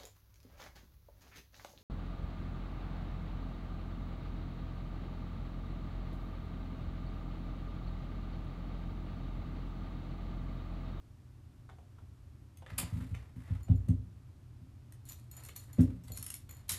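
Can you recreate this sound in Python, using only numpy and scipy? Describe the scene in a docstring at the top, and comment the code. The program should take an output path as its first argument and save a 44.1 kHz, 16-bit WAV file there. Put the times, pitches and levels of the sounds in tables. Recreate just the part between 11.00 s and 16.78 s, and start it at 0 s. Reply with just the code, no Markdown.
"""Two scuffling cats thump a hollow wooden wardrobe with paws and bodies, making its panels boom.
They wrestle on top of it: pads scuff the boards, claws scratch and fur rubs, all stick-slip friction.
The small bells on their collars rattle as each jolt throws the pellets against the shells.
It is heard from a few metres away in a quiet room, over faint hiss, rumble and a low drone."""
import sys
import numpy as np
from scipy import signal
from scipy.fft import rfft, irfft
from scipy.io import wavfile
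from scipy.ndimage import uniform_filter1d

SR = 44100
rng = np.random.default_rng(int(sys.argv[2]) if len(sys.argv) > 2 else 0)


def wrap_up_sound(samples):
    """Save the sound to the file named by the first command line argument, as 16-bit audio."""
    columns = np.atleast_2d(samples).T
    # keep every value between -1 and 1, then stretch to whole-number steps
    tamed = np.clip(columns, -1, 1)
    steps = np.round(tamed * 32767).astype(np.int16)
    wavfile.write(sys.argv[1], SR, steps)


N = 254898
TIME = np.arange(N) / SR

# blows on the wardrobe, with little force above their hardness: (time [s], level [dB], hardness [Hz])
BLOWS = [(1.711, -39.5, 107), (1.783, -42.5, 290), (1.824, -37, 160), (1.918, -31.5, 99),
         (1.955, -33.5, 190), (2, -38, 340), (2.106, -33, 93.5), (2.358, -43, 249), (2.499, -28, 96),
         (2.691, -18, 124), (2.884, -21, 170), (3.607, -50, 219), (4.784, -17, 494), (5.094, -39.5, 89),
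         (5.182, -48, 148), (5.706, -42, 98)]


def amp(db):
    """Decibels to gain."""
    return 10 ** (np.asarray(db) / 20)


def unit_rms(x):
    """Scales to rms 1."""
    return x / np.sqrt(np.mean(x ** 2) + 1e-20)


def unit_peak(x, size=130):
    """Scales so that the loudest stretch of `size` samples has rms 1."""
    return x / np.sqrt(uniform_filter1d(x ** 2, size).max() + 1e-20)


def curve_at(points, hz):
    """Reads a curve on a log-frequency axis."""
    freqs, values = np.transpose(points)
    return np.interp(np.log(hz + 1), np.log(freqs + 1), values)


def colour(x, tone, size=2048):
    """Minimum-phase EQ of unit energy that follows a tone curve."""
    hz = abs(np.fft.fftfreq(size, 1 / SR))
    log_gain = np.log(amp(np.maximum(curve_at(tone, hz), -100)))
    response = np.exp(np.conj(signal.hilbert(log_gain)))
    taps = np.fft.ifft(response).real[:size // 2]
    return signal.oaconvolve(x, taps / np.linalg.norm(taps))[:len(x)]


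def uneven(tone, depth_db):
    """No two contacts ring alike: random peaks and dips on a tone curve."""
    hz = np.geomspace(100, 16000, 110)
    return np.c_[hz, curve_at(tone, hz) + depth_db * rng.standard_normal(len(hz))]


def stick_slip(count, per_s, spread_db):
    """Friction grit: random tiny clicks of uneven size."""
    sizes = amp(spread_db * np.minimum(rng.exponential(1, count), 3))
    signs = rng.choice([-1, 1], count)
    slipping = rng.random(count) < per_s / SR
    return unit_rms(sizes * signs * slipping)


def stroke(decay_s, per_s, grip_s):
    """A burst of slips that grows as the paw grips and dies as it comes to rest."""
    t = TIME[:SR // 5]
    envelope = (1 - np.exp(-t / grip_s)) * np.exp(-t / decay_s)
    return envelope * stick_slip(len(t), per_s, spread_db=5)


def held_envelope(start, length_s, attack_s, release_s):
    """Rises over the attack, holds to the end of the length, then dies away."""
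    t = TIME - start
    return np.clip(t / attack_s, 0, 1) * np.exp(-np.maximum(t - length_s, 0) / release_s)


def add(mix, start, sound):
    """Mixes a sound in at a time in seconds."""
    part = mix[round(start * SR):][:len(sound)]
    part += sound[:len(part)]


def room(x, wet_db):
    """Adds dense reflections, each band dying at its own speed."""
    # reverb decay: (frequency [Hz], t60 [s])
    decay_times = [(80, 0.43), (250, 0.75), (1000, 0.15), (4000, 0.27), (12000, 0.13)]
    onset = np.clip((TIME[:SR] - 0.003) / 0.0075, 0, 1)
    hz, t, bands = signal.stft(rng.standard_normal(SR) * onset, SR, nperseg=256)
    decay = amp(-60 * t / curve_at(decay_times, hz)[:, None])
    tail = signal.istft(bands * decay, SR, nperseg=256)[1]
    return x + amp(wet_db) * signal.oaconvolve(x, tail / np.linalg.norm(tail))[:N]


def room_tone():
    """A bed of faint hiss and rumble, with narrow noise bands for a low wavering drone."""
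    # spectrum of the bed: (frequency [Hz], relative level [dB])
    air_tone = [(12, -70), (20, -18.5), (54, -3.5), (75, -0.5), (122, -5), (170, -16), (286, -16.5),
                (443, -29.5), (494, -35), (551, -29.5), (809, -33.5), (1220, -33.5), (1400, -36),
                (1950, -39.5), (14000, -50.5)]
    # drone bands: (frequency [Hz], width [Hz], level [dB])
    drone_bands = [(88.8, 22, -58.5), (121.34, 2.7, -58.5)]
    hz = np.fft.rfftfreq(N, 1 / SR)
    air = irfft(rfft(rng.standard_normal(N)) * amp(curve_at(air_tone, hz)), N)
    out = amp(-56) * unit_rms(air)
    for centre, width, db in drone_bands:
        band = 1 / (1 + (2 * (hz - centre) / width) ** 2)
        out += amp(db) * unit_rms(irfft(rfft(rng.standard_normal(N)) * band, N))
    return out


def rustle():
    """Fur and pads rub in fits and starts while the cats push at each other."""
    # one cat sliding against the other: (time [s], length [s], relative rub [dB], relative fizz [dB])
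    shoves = [(1.664, 0.17, -57, -72), (1.805, 0.051, -51, -57.5), (1.92, .13, -58, -63.5),
              (2.136, 0.082, -61, -72.5), (2.35, 0.13, -65, -73.5), (2.444, .11, -59.5, -70.5),
              (2.752, .12, -72, -84), (4.049, 0.078, -67, -59), (4.32, 0.16, -61, -62),
              (4.55, 0.039, -64, -56.5), (4.678, .2, -62, -68), (5.035, 0.054, -66, -62),
              (5.14, .19, -65.5, -57), (5.498, 0.078, -63, -69), (5.684, 0.065, -54.5, -47)]
    # dull rub on the boards: (frequency [Hz], relative level [dB])
    rub_tone = [(250, -16), (500, -6), (800, -2.5), (1150, -1.5), (1500, -5), (2000, -2.5), (3000, -12),
                (5000, -18.5), (14000, -36)]
    # bright fizz of fur: (frequency [Hz], relative level [dB])
    fizz_tone = [(2000, -14), (4000, -2), (5500, -9.5), (7500, -1.5), (10000, -2), (12700, -1.5),
                 (14000, -12.5)]
    wander = uniform_filter1d(uniform_filter1d(rng.standard_normal(N), size=400), size=200)
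    fits = amp(3 * unit_rms(wander))
    rub, fizz, out = np.zeros((3, N))
    for start, length, rub_db, fizz_db in shoves:
        push = held_envelope(start, length, attack_s=0.012, release_s=0.062)
        rub = np.maximum(rub, amp(rub_db) * push)
        fizz = np.maximum(fizz, amp(fizz_db) * push)
    for envelope, tone in ((rub, rub_tone), (fizz, fizz_tone)):
        out += colour(envelope * fits * stick_slip(N, per_s=2000, spread_db=2), tone)
    return amp(-6) * room(out, wet_db=-7)


def paw_knocks():
    """Scuff rows for each blow: the paw knocks the boards, then settles softer and lower."""
    rows, decay_s, landing_hz, settling_hz = [], 0.011, 530, 386
    for start, db, hardness_hz in BLOWS:
        knock_db = db - 24.5 + 2 * np.log2(hardness_hz / 170)  # harder blows knock louder
        rows.append((start, knock_db, decay_s, landing_hz))
        rows.append((start + 0.016, knock_db - 2, decay_s, settling_hz))
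    return rows


def pads():
    """Soft scuffs, each coloured by the resonance of the spot on the boards where it lands."""
    # pads on the top boards: (time [s], relative level [dB], decay [s], resonance [Hz])
    scuffs = [(.689, -44, 0.013, 1190), (0.784, -50, 0.006, 716), (0.982, -50.5, 0.0066, 1150),
              (1.62, -45, 0.0059, 750), (1.661, -41.5, 0.0042, 1970), (1.784, -31.5, 0.0042, 1200),
              (2, -47.5, .016, 1420), (2.144, -39.5, 0.0062, 2160), (2.484, -50.5, 0.017, 1830),
              (2.681, -43, 0.0086, 870), (4.487, -41.5, 0.0036, 2230), (4.792, -45, 0.012, 1540),
              (5.095, -46, 0.014, 630), (5.49, -50, 0.0063, 2060), (5.698, -41.5, .012, 1300)]
    # pad on wood: (frequency [Hz], relative level [dB])
    scuff_tone = [(220, -19.5), (400, 1), (650, -1.5), (900, -6.5), (1200, -7), (1600, -11), (2500, -12),
                  (3600, -12.5), (5000, -25.5), (9000, -21), (14000, -50.5)]
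    out = np.zeros(N)
    for start, db, decay_s, spot_hz in scuffs + paw_knocks():
        hz, tone_db = uneven(scuff_tone, depth_db=2).T
        resonance_db = 15.5 / (1 + (2 * np.log2(hz / spot_hz)) ** 2)  # one octave wide
        slips = stroke(decay_s, per_s=2600, grip_s=0.0031)
        scuff = colour(slips, np.c_[hz, tone_db + resonance_db])
        add(out, start, amp(db) * unit_peak(scuff))
    return amp(-9.5) * room(out, wet_db=-5)


def rake(start, count, gap_s, first_db, step_db, decay_s):
    """Catch rows for a raking paw: its claws snag one after another, slightly uneven in time."""
    gaps = gap_s * rng.uniform(0.7, 1.3, count)
    times = start + np.cumsum(gaps) - gaps
    return [(time, first_db + k * step_db, decay_s) for k, time in enumerate(times)]


def claws():
    """Claws catch on the wood in short bright scratches, singly and in one fading rake."""
    # single catches: (time [s], relative level [dB], decay [s])
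    catches = [(1.572, -47.5, 0.0034), (2.149, -48.5, 0.0042), (2.885, -46, 0.0044), (3.923, -44.5, 0.0028),
               (4.087, -37.5, .007), (4.12, -36, 0.0017), (4.449, -39.5, 0.0036), (4.487, -46, 0.0048),
               (4.807, -41, 0.0025), (5.037, -50.5, .012), (5.081, -44.5, 0.0028), (5.162, -42, 0.0079),
               (5.682, -47, 0.0073)]
    # claw on wood: (frequency [Hz], relative level [dB])
    claw_tone = [(290, -13), (500, -38), (661, -19.5), (1800, -3.5), (2070, -1.5), (4220, -3.5), (5280, -6),
                 (6320, 0), (9480, -1), (10700, -0.5), (11800, -3), (12500, 9), (14000, -28)]
    raked = rake(start=5.693, count=7, gap_s=0.0085, first_db=-23, step_db=-1.5, decay_s=0.0025)
    out = np.zeros(N)
    for start, db, decay_s in catches + raked:
        slips = stroke(decay_s, per_s=3500, grip_s=0.00037)
        scratch = colour(slips, uneven(claw_tone, depth_db=6))
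        add(out, start, amp(db) * unit_peak(scratch))
    return amp(-10.5) * room(out, wet_db=-4)


def swipe():
    """One hard swipe as the fight breaks out: the claws skid, skip and briefly bite again."""
    # rasp of skidding claws: (frequency [Hz], relative level [dB])
    rasp_tone = [(300, -5.5), (1100, -15), (2300, -2), (3300, 0.5), (4050, -11), (4600, 0.5), (5750, -15),
                 (6900, -0.5), (8400, -0.5), (9900, 7.5), (11200, -7.5), (12700, 3.5), (14000, -7)]
    start, skip_s = 1.779, 0.0176
    skid = held_envelope(start, length_s=0.012, attack_s=0.0035, release_s=0.0033)
    rebite = held_envelope(start + skip_s, length_s=0.0042, attack_s=0.0035, release_s=0.0033)
    slips = (skid + amp(-2.5) * rebite) * stick_slip(N, per_s=12000, spread_db=1.5)
    return amp(-32) * room(colour(slips, rasp_tone), wet_db=-4.5)


def head_shakes():
    """Jolt rows for shaking heads: one jolt of the collar per swing, evenly spaced."""
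    # shakes: (time [s], swings, spacing [s], relative level [dB], step [dB], second bell's share [0-1])
    shakes = [(4.313, 2, 0.053, -46, 0, 0.07), (4.436, 3, 0.025, -47.5, -1, 0.2),
              (5.226, 4, 0.038, -35, 0.1, 0.98), (5.492, 2, 0.017, -50.5, 5, 0),
              (5.692, 3, 0.025, -29.5, -3.5, 0.92)]
    return [(start + k * swing_s, db + k * step_db, share)
            for start, count, swing_s, db, step_db, share in shakes for k in range(count)]


def bell(modes, t):
    """One strike: where the pellet lands and how fur presses the shell shift each mode's level and pitch."""
    ring = np.zeros(len(t))
    for hz, db, t60 in modes:
        pitch = hz * rng.normal(1, 0.006)
        strength_db = db + rng.uniform(-4, 4)
        ring += amp(strength_db - 60 * t / t60) * np.sin(2 * np.pi * (pitch * t + rng.random()))
    return ring


def collars():
    """Each jolt throws the pellets against their shells: a clack, a short ring, three weaker bounces."""
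    # single jolts: (time [s], relative level [dB], second bell's share [0-1])
    jolts = [(2.631, -55.5, 0.08), (2.758, -61.5, 0), (4.053, -54.5, 0.3), (4.095, -45, 0.1),
             (4.562, -38, 0.07), (4.73, -48.5, 0.16), (4.814, -48.5, 0.9), (5.119, -39.5, 0),
             (5.173, -36, 0.9), (5.567, -55, 0.1)]
    # shell modes of each bell: (frequency [Hz], relative level [dB], t60 [s])
    first_bell = [(4280, -4.5, 0.067), (7020, 2, 0.088), (9900, -8, .04), (11500, -5.5, 0.018),
                  (12360, 5, 0.04), (12650, 3, 0.023)]
    second_bell = [(5460, -4, 0.039), (6840, -2, 0.018), (8830, -0.5, 0.039), (9730, 1, 0.045),
                   (9560, -1, 0.012), (11130, 4.5, 0.019), (11270, 4, 0.047)]
    # pellet on shell: (frequency [Hz], relative level [dB])
    clack_tone = [(400, -34), (1200, -8), (2500, -4.5), (4300, -7.5), (7000, -0.5), (9500, 4.5), (12400, 2),
                  (14000, -6.5)]
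    out, t = np.zeros(N), TIME[:SR // 4]
    attack = 1 - np.exp(-t / 0.001)
    for start, db, share in jolts + head_shakes():
        for bounce in range(4):
            ring = np.sqrt(1 - share) * bell(first_bell, t) + np.sqrt(share) * bell(second_bell, t)
            burst = rng.standard_normal(len(t)) * np.exp(-t / 0.0026)
            clack = colour(burst, uneven(clack_tone, depth_db=4.5))
            strike = unit_peak((unit_peak(ring) + unit_peak(clack)) * attack)
            delay_s = bounce * 0.016 * rng.uniform(0.48, 1.2)
            add(out, start + delay_s, amp(db - 10.6 * np.sqrt(bounce)) * strike)
    return amp(-4) * room(out, wet_db=-6.5)


def thumps():
    """The wardrobe booms: a soft blow wakes its lowest modes, a hard one the higher panels too."""
    # modes of the panels and the air inside: (frequency [Hz], relative level [dB], t60 [s], build-up [s])
    wardrobe_modes = [(59.44, -15.5, 0.58, 0.0093), (72.8, -12, 0.31, 0.049), (91.16, 0.5, 0.28, 0.019),
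                      (113.3, -5, 0.28, 0.0075), (165, 3.5, 0.11, 0.0036), (179.3, -0.15, 0.12, 0.00077),
                      (250.7, 1.5, 0.2, 0.006), (261.7, 5.5, 0.22, 0.051), (285.1, -8, 0.3, 0.033),
                      (318.4, -11.5, 0.23, 0.036), (360, -14, 0.17, 0.018), (433, -21.5, 0.25, 0.0063),
                      (577, -14, 0.062, 0.0053)]
    out, t = np.zeros(N), TIME[:SR]
    for start, db, hardness_hz in BLOWS:
        boom = np.zeros(SR)
        for k, (hz, mode_db, t60, build_s) in enumerate(wardrobe_modes):
            # neighbouring modes push opposite ways, so the boom swells and beats
            force = (-1) ** k / (1 + (hz / hardness_hz) ** 3)
            envelope = amp(mode_db - 60 * t / t60) * (1 - np.exp(-t / build_s))
            boom += force * envelope * np.sin(2 * np.pi * hz * t)
        add(out, start, amp(db) * unit_peak(boom, size=440))
    return room(out, wet_db=-22)


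def scene():
    """The scuffle over the room tone, in mono."""
    return (thumps() + pads() + claws() + swipe() + collars() + rustle() + room_tone())[None]


def record(dry):
    """A steep low-pass trims the top end at 14 kHz."""
    lowpass = signal.firwin(255, 14000, window=("kaiser", 8), fs=SR)
    return signal.oaconvolve(dry, lowpass[None], "same")


dry = scene()
out = record(dry)
wrap_up_sound(out)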